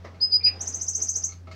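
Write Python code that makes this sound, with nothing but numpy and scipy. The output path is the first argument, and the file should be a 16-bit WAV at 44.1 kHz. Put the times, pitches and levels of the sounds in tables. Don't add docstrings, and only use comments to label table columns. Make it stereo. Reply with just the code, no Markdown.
import sys
import numpy as np
from scipy import signal
from scipy.fft import rfft, irfft, next_fast_len
from scipy.io import wavfile
from scipy.ndimage import uniform_filter1d

SR = 44100
rng = np.random.default_rng(int(sys.argv[2]) if len(sys.argv) > 2 else 0)


def log_audio(samples):
    frames = np.atleast_2d(samples).T
    limited = np.clip(frames, -1, 1)
    pcm = np.round(limited * 32767).astype(np.int16)
    wavfile.write(sys.argv[1], SR, pcm)


N = 68355
TIME = np.arange(N) / SR


def amp(db):
    return 10 ** (np.asarray(db) / 20)


def unit_rms(x):
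    return x / np.sqrt(np.mean(x ** 2) + 1e-20)


def along(points, hz):
    f, v = np.transpose(points)
    return np.interp(np.log(hz + 1), np.log(f + 1), v)


def ramp(u):
    return np.sin(np.pi / 2 * np.clip(u, 0, 1)) ** 2


def wobble(rate, size=N):
    at = np.arange(size) * rate / SR
    knots = rng.standard_normal(int(at[-1]) + 3)
    k = at.astype(int)
    u = at - k
    return knots[k] + (knots[k + 1] - knots[k]) * u * u * (3 - 2 * u)


def filtered(x, response):
    n = x.shape[-1]
    m = next_fast_len(n + 4096, real=True)
    return irfft(rfft(x, m) * response(np.fft.rfftfreq(m, 1 / SR)), m)[..., :n]


def add(out, start, x):
    part = out[..., max(round(start * SR), 0):][..., :x.shape[-1]]
    part += x[..., :part.shape[-1]]


# (frequency [Hz], coherence [ratio])
COHERENCE = [(60, 0.87), (250, 0.95), (500, .7), (1000, 0.14), (8000, .05)]
def noise(spectrum, size=N):
    def mid_side_gains(hz):
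        angle = np.arccos(np.clip(along(COHERENCE, hz), -1, 1)) / 2
        return amp(along(spectrum, hz)) * [np.cos(angle), np.sin(angle)]
    mid, side = filtered(rng.standard_normal((2, size)), mid_side_gains)
    return unit_rms(np.array([mid + side, mid - side]))


# (frequency [Hz], rms level at 0 dB gain [dB])
HUM_PARTIALS = [(87.6, -45), (175, -65), (263, -72.5)]
# (time [s], gain [dB])
HUM_GAIN = [(0, 1.5), (.13, -1), (.28, -4.5), (.48, 3), (.75, 0), (1.15, -1), (1.5, 2)]
def hum():
    out = np.zeros(N)
    for hz, db in HUM_PARTIALS:
        peak = np.sqrt(2) * amp(db + .15 * wobble(4.4))
        out += peak * np.sin(2 * np.pi * hz * TIME + .1 * wobble(3))
    return out * amp(np.interp(TIME, *np.transpose(HUM_GAIN)))


# (frequency [Hz], relative level [dB])
ROOM_SPECTRUM = [(25, -18), (55, 0), (110, -5.5), (170, 1), (300, -7), (700, -15.5), (1500, -17.5),
                 (3200, -28), (5500, -26.5), (9000, -39), (15500, -43.5)]
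def room_noise():
    return amp(-55.5) * noise(ROOM_SPECTRUM)


# (time [s], level [dB])
RUSTLE_ENVELOPE = [(0, -55), (.38, -55.5), (.52, -49.5), (.63, -45.5), (.8, -49.5), (.96, -61.5),
                   (1.0, -46.5), (1.13, -60.5), (1.17, -51), (1.3, -59.5), (1.42, -68.5), (1.55, -57.5)]
# (frequency [Hz], relative level [dB])
RUSTLE_SPECTRUM = [(100, -10), (200, 0), (400, -2), (800, -5.5), (1500, -8.5), (3000, -15), (6000, -20.5),
                   (9000, -42.5), (15000, -47.5)]
# (frequency [Hz], half-width [Hz], boost [dB])
RUSTLE_RESONANCES = [(436.3, 10, 8.5), (670, 12, 6), (804, 22, 7)]
def rustle():
    def resonances(f):
        return amp(sum(db / (1 + ((f - hz) / width) ** 2) for hz, width, db in RUSTLE_RESONANCES))
    level_db = np.interp(TIME, *np.transpose(RUSTLE_ENVELOPE)) + .8 * wobble(30)
    return amp(level_db) * unit_rms(filtered(noise(RUSTLE_SPECTRUM), resonances))


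def burst(spectrum, peak_s, db, rise_s, t60):
    t = TIME - peak_s
    rise = np.exp(np.minimum(t, 0) / rise_s)
    decay = amp(db - 60 * np.maximum(t, 0) / t60)
    return rise * decay * noise(spectrum)


# (frequency [Hz], relative level [dB])
SCUFF_SPECTRUM = [(150, -10), (400, -2.5), (600, 3), (900, -6.5), (1150, 0), (1500, -16.5), (1950, -5),
                  (2800, -20.5), (5500, -20.5), (9000, -47.5), (15000, -50.5)]
def scuff():
    return burst(SCUFF_SPECTRUM, peak_s=.049, db=-36.5, rise_s=.0036, t60=.24)


# (time [s], level [dB], spectral tilt [dB/octave])
IMPACTS = [(.143, -53, 0), (1.289, -53.5, 6.5), (1.320, -51, 8), (1.470, -45, -1.5), (1.512, -43.5, 3)]
# (frequency [Hz], relative level [dB], 60 dB decay time [s])
CAGE_MODES = [(648.4, -3.5, 0.4), (790, -8.5, 0.29), (1166, -5, .13), (1302, -1.5, .15), (2178, -1.5, 0.12),
              (4290, -11.5, 0.15), (4705, -18, .1)]
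# (frequency [Hz], relative level [dB])
IMPACT_SPECTRUM = [(200, -3), (600, -1), (1300, -10.5), (2400, -5.5), (3200, -15.5), (4500, -10),
                   (7000, -22.5), (10000, -45)]
def knocks():
    pivot_hz, blur_rad = 1300, .7
    out, t = np.zeros((2, N)), np.arange(SR // 4) / SR
    for start, db, tilt in IMPACTS:
        tilt_db = lambda hz: tilt * np.log2(hz / pivot_hz)
        ring = np.zeros((2, len(t)))
        for hz, level, t60 in CAGE_MODES:
            blur = blur_rad * hz / pivot_hz * wobble(110, 2 * len(t)).reshape(2, -1)
            phase = 2 * np.pi * hz * t + blur + rng.uniform(0, 2 * np.pi)
            ring += amp(level + tilt_db(hz) - 60 * t / t60) * np.sin(phase)
        spectrum = [(hz, level + tilt_db(hz)) for hz, level in IMPACT_SPECTRUM]
        puff = amp(-2 - 60 * t / .3) * noise(spectrum, len(t))
        add(out, start, amp(db) * ramp(t / .003) * (ring + puff))
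    return out


def syrinx(hz, overtones_db=()):
    phase = 2 * np.pi * np.cumsum(hz) / SR
    overtones = sum(amp(db) * np.sin(k * phase) * (k * hz < SR / 2)
                    for k, db in enumerate(overtones_db, 2))
    return np.sin(phase) + overtones


# (frequency [Hz], 60 dB decay time [s])
SHED_T60 = [(500, 0.12), (3000, 0.21), (6000, 0.2), (9000, 0.12), (15000, 0.11)]
# (delay [s], relative gain [ratio])
WALL_ECHOES = [(.0031, .4), (.0074, .16), (.0118, .17), (0.0175, .16)]
def shed(x, wet_db, right_db, echo_gain, echoes=WALL_ECHOES):
    hz, t, spectra = signal.stft(rng.standard_normal((2, SR // 2)), SR, nperseg=256)
    decay = amp(-60 * t / along(SHED_T60, hz)[:, None])
    tail = signal.istft(spectra * decay * ramp(t / .014), SR, nperseg=256)[1]
    diffuse = signal.fftconvolve(x[None], tail, axes=1)[:, :N]
    diffuse *= amp(wet_db) * x.std() / diffuse.std(axis=1, keepdims=True)
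    comb = lambda f: sum(gain * np.exp(-2j * np.pi * f * delay) for delay, gain in echoes)
    early = echo_gain * filtered(x, comb)
    return (x + early + diffuse) * amp([[0], [right_db]])


# (time [s], duration [s], pitch [Hz], level [dB], fade [dB/s], closing lift [Hz])
WHISTLE_NOTES = [(.200, 0.091, 5018, -8, 199, 7.5), (0.308, 0.065, 4943, -8, 30.5, 190),
                 (.427, .066, 4935, -6, 90.5, 30)]
# (time [s], depth [dB])
WHISTLE_DIPS = [(0.223, 3.7), (.339, 3), (0.464, 7.1)]
# (delay [s], relative gain [ratio])
WHISTLE_ECHOES = [(.0140, .1), (.0230, .13), (.0370, .09)]
def whistles():
    scoop_hz, scoop_s = 910, .0082
    lift_lead_s, lift_s = .013, .036
    attack_s, release_s, dip_s = .026, .024, .005
    out, t = np.zeros(N), np.arange(SR // 8) / SR
    for start, length, hz, db, fade, lift_hz in WHISTLE_NOTES:
        scoop = scoop_hz * np.exp(-(t / scoop_s) ** 1.3) * (1 + .33 * wobble(1300, len(t)))
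        lift = lift_hz * ramp((t - length + lift_lead_s) / lift_s)
        pitch = hz - scoop + lift + 6 * wobble(250, len(t))
        attack = .029 * ramp(t / .004) + ramp(t / attack_s) ** 2
        release = ramp(.5 + (length - t) / release_s)
        level_db = db + .5 * wobble(120, len(t)) - fade * np.maximum(t - attack_s, 0)
        add(out, start, amp(level_db) * attack * release * syrinx(pitch, overtones_db=[-52.5, -53]))
    dips_db = sum(depth * np.exp(-((TIME - at) / dip_s) ** 2) for at, depth in WHISTLE_DIPS)
    return shed(out * amp(-dips_db), wet_db=-10, right_db=-23, echo_gain=.94, echoes=WHISTLE_ECHOES)


# (time [s], duration [s], centre pitch [Hz], level [dB])
CHIP_NOTES = [(0.403, .018, 2363, -44), (0.459, .012, 2569, -33), (.467, .019, 2539, -35)]
def chips():
    fall_hz_per_s, jitter_hz = 22000, 172.4
    out = np.zeros(N)
    for start, length, hz, db in CHIP_NOTES:
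        t = np.clip(TIME - start, 0, length)
        pitch = hz - fall_hz_per_s * (t - length / 2) + jitter_hz * wobble(600)
        out += amp(db) * np.sin(np.pi * t / length) * syrinx(pitch, overtones_db=[-14])
    return shed(out, wet_db=2.5, right_db=-.5, echo_gain=.54)


# (frequency [Hz], relative level [dB])
RASP_SPECTRUM = [(1200, -24), (1900, 2), (2700, -5), (3200, -24), (4000, -2.5), (5000, -1), (6000, -37.5),
                 (8500, -44), (11000, -27), (14000, -39.5)]
def rasp():
    return burst(RASP_SPECTRUM, peak_s=.482, db=-41.5, rise_s=.015, t60=.2)


# (time of peak [s], level [dB], top pitch [Hz])
TRILL_NOTES = [(.612, -17, 8650), (.676, -15.5, 8600), (.745, -15, 8400), (.817, -14.5, 8600),
               (.885, -11.5, 8450), (0.9534, -11.5, 8400), (1.022, -11.5, 8450), (1.091, -11, 8500),
               (1.160, -11.5, 8500), (1.2417, -12, 8250)]
# (time from peak [ms], relative level [dB])
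SWEEP_ENVELOPE = [(-22, -48.5), (-16, -15), (-16, -30.5), (-9, -22), (-4.5, -13), (0.5, -1), (4, -4),
                  (6, -12), (9.5, -18.5), (14.5, -51)]
# (time from peak [ms], pitch [Hz])
SWEEP_CONTOUR = [(-20.5, 4770), (-11.5, 5525), (-3, 5894), (1, 6200), (3.5, 6610), (7, 7450), (9.5, 8364),
                 (13, 8787)]
# (frequency [Hz], level relative to the fundamental [dB])
SECOND_HARMONIC = [(9800, -25), (10800, -32), (11700, -32.5), (12500, -48), (13300, -50), (14500, -30),
                   (15800, -24)]
def trill():
    flick_s, octave_jitter_hz = .0071, 254
    fundamental, octave = np.zeros((2, N))
    shape_ms, shape_db = np.transpose(SWEEP_ENVELOPE)
    contour_ms, contour_hz = np.transpose(SWEEP_CONTOUR)
    t = np.arange(-SR // 40, SR // 50) / SR
    t_ms = 1000 * t
    gate = (t_ms > shape_ms[0]) * (t_ms < shape_ms[-1])
    for peak_s, db, top_hz in TRILL_NOTES:
        bend = (top_hz - contour_hz[-1]) * ramp(t / flick_s)
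        pitch = np.interp(t_ms, contour_ms, contour_hz) + bend + 45 * wobble(500, len(t))
        level_db = db + np.interp(t_ms, shape_ms, shape_db) + 1.1 * wobble(400, len(t))
        envelope = uniform_filter1d(gate * amp(level_db), size=64)
        overtone = syrinx(2 * pitch + octave_jitter_hz * wobble(1000, len(t)))
        add(fundamental, peak_s + t[0], envelope * syrinx(pitch))
        add(octave, peak_s + t[0], envelope * amp(along(SECOND_HARMONIC, 2 * pitch)) * overtone)
    return (shed(fundamental, wet_db=-.5, right_db=-17, echo_gain=1.44)
            + shed(octave, wet_db=2.5, right_db=-8.5, echo_gain=.9))


def scene():
    return hum() + room_noise() + rustle() + scuff() + knocks() + whistles() + chips() + rasp() + trill()


def record(dry):
    return filtered(dry, lambda hz: hz < 15850)


dry = scene()
out = record(dry)
log_audio(out)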